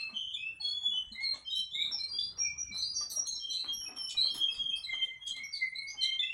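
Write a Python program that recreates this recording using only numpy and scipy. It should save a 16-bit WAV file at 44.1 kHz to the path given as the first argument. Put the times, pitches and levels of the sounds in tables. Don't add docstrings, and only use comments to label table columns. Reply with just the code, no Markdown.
import sys
import numpy as np
from scipy import signal
from scipy.fft import rfft, irfft, next_fast_len
from scipy.io import wavfile
from scipy.ndimage import uniform_filter1d, minimum_filter1d, map_coordinates

SR = 44100
rng = np.random.default_rng(int(sys.argv[2]) if len(sys.argv) > 2 else 0)


def gain_from_db(level_db):
    decades = np.asarray(level_db, float) / 20
    return 10 ** decades


def inscribe(sig):
    pcm = np.round(np.clip(np.atleast_2d(sig).T, -1, 1) * 32767)
    wavfile.write(sys.argv[1], SR, pcm.astype(np.int16))


N = 279153

# [f/Hz, density/dB per Hz]
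RUMBLE_SPECTRUM = [(20, -21.5), (48, -10.5), (63, 9.5), (82, -0.5), (200, -5.5), (400, -74.5)]
MURMUR_SPECTRUM = [(100, -6), (200, -5.5), (400, -10.5), (800, -16), (1250, -10.5), (1600, -19.5),
                   (3000, -17.5), (5000, -38)]
HISS_SPECTRUM = [(3000, -49.5), (6000, 14), (8300, 10.5), (10500, 7.5), (12700, -12), (15800, -10)]
# [t/s, level/dB]
BUSTLE = [
    (0, -63.5),
    (.25, -81),
    (.6, -70),
    (1.6, -80),
    (2.0, -66.5),
    (2.7, -71.5),
    (3.5, -74.5),
    (4.2, -67.5),
    (5.1, -73.5),
    (6.33, -79.5),
]
RUMBLE_DB, SWELL_DB = -72, 9
SWELL_S, SWELL_WIDE_S = 2.58, 0.5

# [f/Hz, t60/s]
ROOM_T60 = [(300, 0.34), (2000, 0.33), (4000, 0.31), (8000, 0.3), (14000, 0.039)]
TAIL_S = np.arange(SR // 2) / SR
# [f/Hz, gain/dB]
MIC_RESPONSE = [(9000, 0.5), (11800, 0), (13000, -24.5), (15500, 1.5)]

# [t/s, peak level/dB, ring f/Hz]
FRAME_TAPS = [(0.129, -49, 217), (0.601, -54.5, 840), (0.834, -56, 846), (0.878, -55, 219),
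              (0.942, -58.5, 804), (1.115, -49.5, 218.5), (1.208, -56, 858), (1.589, -58.5, 214),
              (1.94, -52.5, 826), (2.707, -48, 199), (3.169, -50, 631), (4.401, -51.5, 330),
              (5.943, -54.5, 848)]
# [t/s, peak level/dB, ring f/Hz]
KNOCKS = [
    (1.071, -53, 51.3),
    (1.34, -49.5, 1105),
    (3.01, -44, 1186),
    (4.575, -54, 48.4),
]

# [f/Hz, width/Hz, level/dB]
WOOD_MODES = [(256.5, 71, -6.5), (840, 646, -11.5), (1220, 106, 0), (1840, 1250, -20)]
WIRE_MODES = [(3480, 650, -5), (6500, 450, -10), (7760, 900, -17.5)]
CLAW_MODES = [(10530, 740, 11), (13700, 790, -3.5), (14900, 3900, -7)]
# [t/s, level/dB]
LANDINGS = [(.094, -54.5), (.926, -61), (1.129, -66.5), (1.21, -67), (1.338, -52.5), (1.85, -60.5),
            (1.899, -54.5), (2.379, -55.5), (2.745, -58.5), (3.011, -55), (3.117, -59), (3.167, -57),
            (3.531, -68), (3.64, -49.5), (3.819, -59.5), (3.888, -51), (3.966, -54), (4.15, -56.5),
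            (4.235, -55), (4.345, -51), (4.547, -60.5), (4.767, -65.5), (4.936, -54), (5.364, -60.5),
            (5.889, -69), (5.946, -61)]
RATTLES = [(1.21, -55.5), (1.338, -49.5), (1.557, -50.5), (2.745, -69), (3.011, -60), (3.117, -70),
           (3.271, -50), (3.531, -45.5), (3.966, -59.5), (4.095, -39.5), (4.345, -44.5), (4.547, -50.5),
           (4.767, -70), (4.936, -63), (5.03, -53), (5.272, -40.5), (5.364, -49), (5.551, -55),
           (5.889, -65), (6.029, -42.5)]
SCRATCHES = [(1.557, -47), (1.899, -71.5), (2.379, -70.5), (2.745, -56.5), (3.011, -59.5), (3.117, -41.5),
             (3.271, -47.5), (3.531, -57.5), (3.966, -64.5), (4.105, -56), (4.345, -43), (4.77, -62.5),
             (5.03, -61), (5.272, -58), (5.364, -65), (5.551, -61.5), (5.889, -90), (6.029, -53)]

# [t/s, length/s, pitch f/Hz, glide/Hz, level/dB]
LOW_PIPES = [(0.0, 0.017, 2683, -52.5, -33.5), (0.37, 0.12, 2408, 278, -41),
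             (1.158, 0.089, 2011, 188, -40.5), (1.758, 0.071, 2076, 317, -41.5),
             (1.953, 0.1, 2450, -130.0, -59.5), (2.411, 0.083, 2371, -17.5, -39.5),
             (2.636, 0.098, 2418, -62, -51), (3.571, 0.051, 2600, 102, -58.5),
             (3.861, 0.013, 2563, -54, -45), (4.131, 0.064, 2470, -32, -55.5),
             (4.488, 0.021, 2602, -4, -44.5), (4.721, 0.035, 2614, -13, -49.5),
             (4.875, 0.054, 2105, 3, -36.5), (4.983, 0.049, 2125, -15, -44), (5.062, 0.099, 2060, -9, -51),
             (5.342, 0.1, 2063, 118.5, -43.5), (5.467, 0.2, 2200.0, -9.5, -49),
             (5.61, 0.034, 2121, -58.5, -31), (5.737, 0.17, 2169, 21.5, -45),
             (6.027, 0.11, 2097, 5.5, -42.5), (6.2, 0.039, 2071, -29, -44),
             (6.229, 0.13, 2610.0, 83.5, -37)]
MID_WHISTLES = [(0.626, 0.3, 3357, 57, -35), (0.92, 0.089, 2962, 78, -34.5),
                (1.46, 0.14, 3130.0, -9, -34.5), (2.14, 0.015, 3203, 148, -44.5),
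                (3.404, 0.11, 3258, -160.0, -40.5), (3.666, 0.05, 3260, -87, -40.5),
                (3.771, 0.063, 3173, -100, -49.5), (3.958, 0.16, 3184, -220.0, -48),
                (4.234, 0.065, 3195, 21.5, -37.5), (4.321, 0.087, 3223, -91, -46),
                (4.4, 0.1, 3288, -48.5, -34.5), (4.578, 0.16, 3238, -26, -36.5),
                (4.907, 0.1265, 3297, -170, -37), (5.21, 0.1, 3281, -30.0, -39.5),
                (5.98, 0.17, 3086, 80.0, -38)]
HIGH_WHISTLES = [(0.0, 0.013, 4200.0, -10.0, -39.5), (0.608, 0.115, 4265, 147.5, -37.5),
                 (1.214, 0.11, 4370, -250, -38.5), (1.508, 0.09, 3674, 343, -35),
                 (1.99, 0.072, 4073, 96, -42.5), (2.09, 0.21, 4710, 47.5, -44.5),
                 (2.827, 0.109, 4810, -33, -40.5), (2.944, 0.096, 4656, -40.5, -40),
                 (5.308, 0.09, 3990, 89.5, -49.5), (6.014, 0.049, 5850, 67, -52.5)]
TRILLS = [(1.451, 0.055, 5430, -530.0, -51.5), (1.921, 0.038, 5640, -350.0, -35.5),
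          (2.378, 0.089, 5580, 109, -34), (2.581, 0.046, 5785, -84, -36.5),
          (2.945, 0.025, 6200, -100, -40.5), (2.957, 0.055, 5620, 45, -32),
          (3.156, 0.051, 5693, -56, -35.0), (3.343, 0.075, 5376, 249.5, -45.5)]
BUZZ_NOTES = [(0.144, 0.19, 3112, -50.0, -39.5), (1.72, 0.16, 3338, 428.5, -39),
              (2.203, 0.13, 3930, 100, -54), (2.729, 0.11, 3971, 108.5, -38),
              (3.264, 0.11, 4200, -250, -39.5), (3.507, 0.12, 4084, -120, -37.5),
              (4.177, 0.11, 3810, 455.5, -32), (5.558, 0.055, 4090, -100, -48),
              (6.21, 0.042, 3465, -150, -39.5)]
RASPS = [
    (3.098, 0.042, 5870, -200, -47.5),
    (3.102, 0.034, 3945, 153, -48.5),
    (4.758, 0.019, 4520, 33, -54.5),
    (5.264, 0.03, 4640.0, -12, -61),
]
BRIGHT_WHISTLES = [(1.551, 0.047, 5465, 39, -52), (3.73, 0.146, 5660, -140.0, -42),
                   (3.964, 0.114, 5473, -110.0, -40.5), (4.307, 0.04, 5360, -34.5, -48),
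                   (4.508, 0.045, 5380, -750, -48), (4.771, 0.021, 5304, -14, -48.5)]
CHIPS = [(0.339, 0.029, 3733, -500, -40), (1.123, 0.028, 4255, -450, -43), (2.743, 0.023, 5220, 308, -46),
         (2.776, 0.023, 5550, 642, -42), (3.27, 0.038, 6646, -350, -38.5),
         (3.503, 0.014, 5964, -100, -41.5), (4.838, 0.028, 4136, -250, -41.5),
         (5.439, 0.021, 5690, -150, -42), (5.528, 0.0337, 4830, -650, -38.5),
         (5.754, 0.042, 3857, 343, -41.5), (5.873, 0.038, 4480, 495, -44), (5.884, 0.045, 5915, 340, -47),
         (6.016, 0.025, 4356, -450, -28)]
POPS = [
    (2.187, 0.0063, 3436, 45, -24.5),
    (6.193, 0.0087, 3520, -11, -22),
]
# [overtone level/dB, fade over note/dB, attack/s, release/s]
VOICES = [
    (-30.5, -6, .035, 0.032),
    (-28.5, -6, .035, 0.03),
    (-26, 1, 0.033, .035),
    (-45.5, 1, .025, 0.024),
    (-26.5, 9, .035, .035),
    (-2.5, 12.5, 0.0096, 0.044),
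    (-14, 0, .025, 0.04),
    (-23.5, 3, 0.017, 0.016),
    (-33.5, -2, 0.0056, 0.014),
]
# [buzz depth at start/Hz, at end/Hz, quaver/Hz]
UNSTEADINESS = [(4, 12, 33), (6, 20, 36), (15, 45, 42), (40, 75, 45), (55, 170, 45), (250, 300, 42),
                (30, 50, 42), (25, 90, 42), (5, 40, 15)]
ATTACK_LEAD = 0.35
GLIDE_BEND = 0.65
VOICE_DB = 0.5


def unit(x):
    return x / np.sqrt(np.mean(x ** 2) + 1e-20)


def along(points, hz):
    f, value = np.transpose(points)
    return np.interp(np.log(hz + 1), np.log(f + 1), value)


def wobble(knots_hz, size):
    return map_coordinates(rng.standard_normal(size=400), [np.arange(size) * knots_hz / SR])


def filtered(x, response):
    m = next_fast_len(N + SR // 2)
    return irfft(rfft(x, m) * response(np.fft.rfftfreq(m, 1 / SR)), m)[:N]


def body(modes):
    def response(f):
        total = 0
        for k, (centre_hz, width_hz, db) in enumerate(modes):
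            damping = 1j * f * width_hz
            total = total + (-1) ** k * gain_from_db(db / 2) * damping / (centre_hz ** 2 - f * f + damping)
        return total ** 2
    return response


def in_room(x, hz, direct_db):
    decay = gain_from_db(-60 * TAIL_S / along(ROOM_T60, hz))
    tail = rng.standard_normal(len(TAIL_S)) * decay * (1 - np.exp(-TAIL_S / 0.0013))
    tail = tail / np.linalg.norm(tail)
    tail[0] = gain_from_db(direct_db)
    return signal.fftconvolve(x, tail)


def add(track, start_s, x):
    part = track[round(max(start_s, 0) * SR):][:len(x)]
    part += x[:len(part)]


def rush(spectrum, patchy_db):
    z = signal.stft(rng.standard_normal(N), nperseg=512)[2]
    field = uniform_filter1d(rng.standard_normal(z.shape), 5, 0)
    field = uniform_filter1d(field, 12, 1)
    x = signal.istft(z * gain_from_db(patchy_db * unit(field)), nperseg=512)[1][:N]
    return unit(filtered(x, lambda hz: gain_from_db(along(spectrum, hz))))


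def air():
    t = np.arange(N) / SR
    rumble_db = RUMBLE_DB + SWELL_DB * np.exp(-((t - SWELL_S) / SWELL_WIDE_S) ** 2)
    rumble = gain_from_db(rumble_db + 0.7 * wobble(2.3, N)) * rush(RUMBLE_SPECTRUM, patchy_db=1.0)
    murmur_db = np.interp(t, *np.transpose(BUSTLE)) + 4.5
    murmur = gain_from_db(murmur_db) * rush(MURMUR_SPECTRUM, patchy_db=6.0)
    hiss = gain_from_db(-77) * rush(HISS_SPECTRUM, patchy_db=14.0)
    return rumble + murmur + hiss


def taps():
    out = np.zeros(N)
    for start_s, db, hz in FRAME_TAPS + KNOCKS:
        decay = gain_from_db(-60 * TAIL_S / (0.1 + 9 / hz))
        ring = np.sin(2 * np.pi * hz * TAIL_S) * decay * (1 - np.exp(-TAIL_S / 0.0021))
        add(out, start_s, gain_from_db(db + 1.0) * ring)
    return out


def contact_clump(response, hz):
    t = np.arange(SR // 10) / SR
    noise = rng.standard_normal(len(t))
    clump = gain_from_db(6.9 * wobble(197.3, len(t)) - 60 * t / 0.16) * np.minimum(t / 0.014, 1) ** 2
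    spot = gain_from_db(4 * wobble(5e6 / hz + 500, len(t) // 2 + 1))
    spectrum = rfft(clump * irfft(rfft(noise) * spot))
    return irfft(spectrum / np.linalg.norm(spectrum * response))


def hops():
    bin_hz = np.fft.rfftfreq(SR // 10, 1 / SR)
    out = np.zeros(N)
    for contacts, modes, hz, gain_db in [(LANDINGS, WOOD_MODES, 360, 59.1),
                                         (RATTLES, WIRE_MODES, 11000, 59.46),
                                         (SCRATCHES, CLAW_MODES, 12000, 57.3)]:
        shocks = np.zeros(N)
        response = body(modes)(bin_hz)
        for start_s, db in contacts:
            shock = in_room(contact_clump(response, hz), hz, direct_db=-1)
            add(shocks, start_s - 0.012, gain_from_db(db + gain_db) * shock)
        out += filtered(shocks, body(modes))
    return out


def sing(out, note, voice, unsteadiness):
    start_s, length_s, hz, glide_hz, db = note
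    over_db, fade_db, attack_s, release_s = voice
    calm_hz, wide_hz, quaver_hz = unsteadiness
    t = np.arange(0, length_s + ATTACK_LEAD * attack_s + release_s / 2, 1 / SR)
    done = t / t[-1]

    buzz_hz = calm_hz + (wide_hz - calm_hz) * done
    shake_hz = 165 + 15 * wobble(40, len(t))
    shake = np.sin(2 * np.pi * np.cumsum(shake_hz) / SR + 2 * np.pi * rng.random())
    pitch_hz = hz + glide_hz * done ** GLIDE_BEND + 1.2 * buzz_hz * shake
    pitch_hz = pitch_hz + quaver_hz * wobble(70.2, len(t))
    phase = 2 * np.pi * np.cumsum(pitch_hz) / SR

    rise = (t + (start_s == 0)) / attack_s
    fall = (t[-1] - t) / release_s
    edge = np.sin(np.pi / 2 * np.clip(np.minimum(rise, fall), 0, 1))
    breath_db = db + VOICE_DB - fade_db * (done - 0.5) + quaver_hz / 11 * wobble(77.4, len(t))
    breath = edge * gain_from_db(breath_db)
    breath = breath * (1 + np.tanh(buzz_hz / 250) * shake)

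    upper = np.sin(2 * phase) + gain_from_db(-11.5) * np.sin(3 * phase)
    upper = upper + gain_from_db(-15.0) * np.sin(4 * phase) * (hz < SR / 10)
    lead_s = ATTACK_LEAD * attack_s
    add(out, start_s - lead_s, in_room(breath * np.sin(phase), hz, direct_db=-1))
    add(out, start_s - lead_s, in_room(gain_from_db(over_db) * breath * upper, 2 * hz, direct_db=-1))


def birds():
    out = np.zeros(N)
    kinds = [LOW_PIPES, MID_WHISTLES, HIGH_WHISTLES, TRILLS, BUZZ_NOTES, RASPS, BRIGHT_WHISTLES, CHIPS, POPS]
    for kind, voice, unsteadiness in zip(kinds, VOICES, UNSTEADINESS):
        for note in kind:
            sing(out, note, voice, unsteadiness)
    return out


def scene():
    return (air() + taps() + hops() + birds())[None]


def hushed_beside_tones(x, reach_db, depth_db):
    hz, _, z = signal.stft(x, SR, nperseg=1024)
    power = uniform_filter1d(np.abs(z) ** 2, size=7, axis=0)
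    power = uniform_filter1d(power, size=3, axis=1)
    level_db = 10 * np.log10(np.abs(power) + 1e-20)
    loudest_db = -minimum_filter1d(-level_db, size=61, axis=0)
    muted = (hz[:, None] > 2400) / (1 + gain_from_db(8.3 * (level_db - loudest_db + reach_db)))
    return signal.istft(z * gain_from_db(-depth_db * muted), SR, nperseg=1024)[1][..., :N]


def roll_off(x):
    return signal.sosfilt(signal.butter(12, 15830, fs=SR, output="sos"), x)


def record(dry):
    heard = filtered(dry[0], lambda hz: gain_from_db(along(MIC_RESPONSE, hz)))
    mix = hushed_beside_tones(heard, reach_db=45.5, depth_db=13.5)[None]
    return roll_off(mix)


dry = scene()
out = record(dry)
inscribe(out)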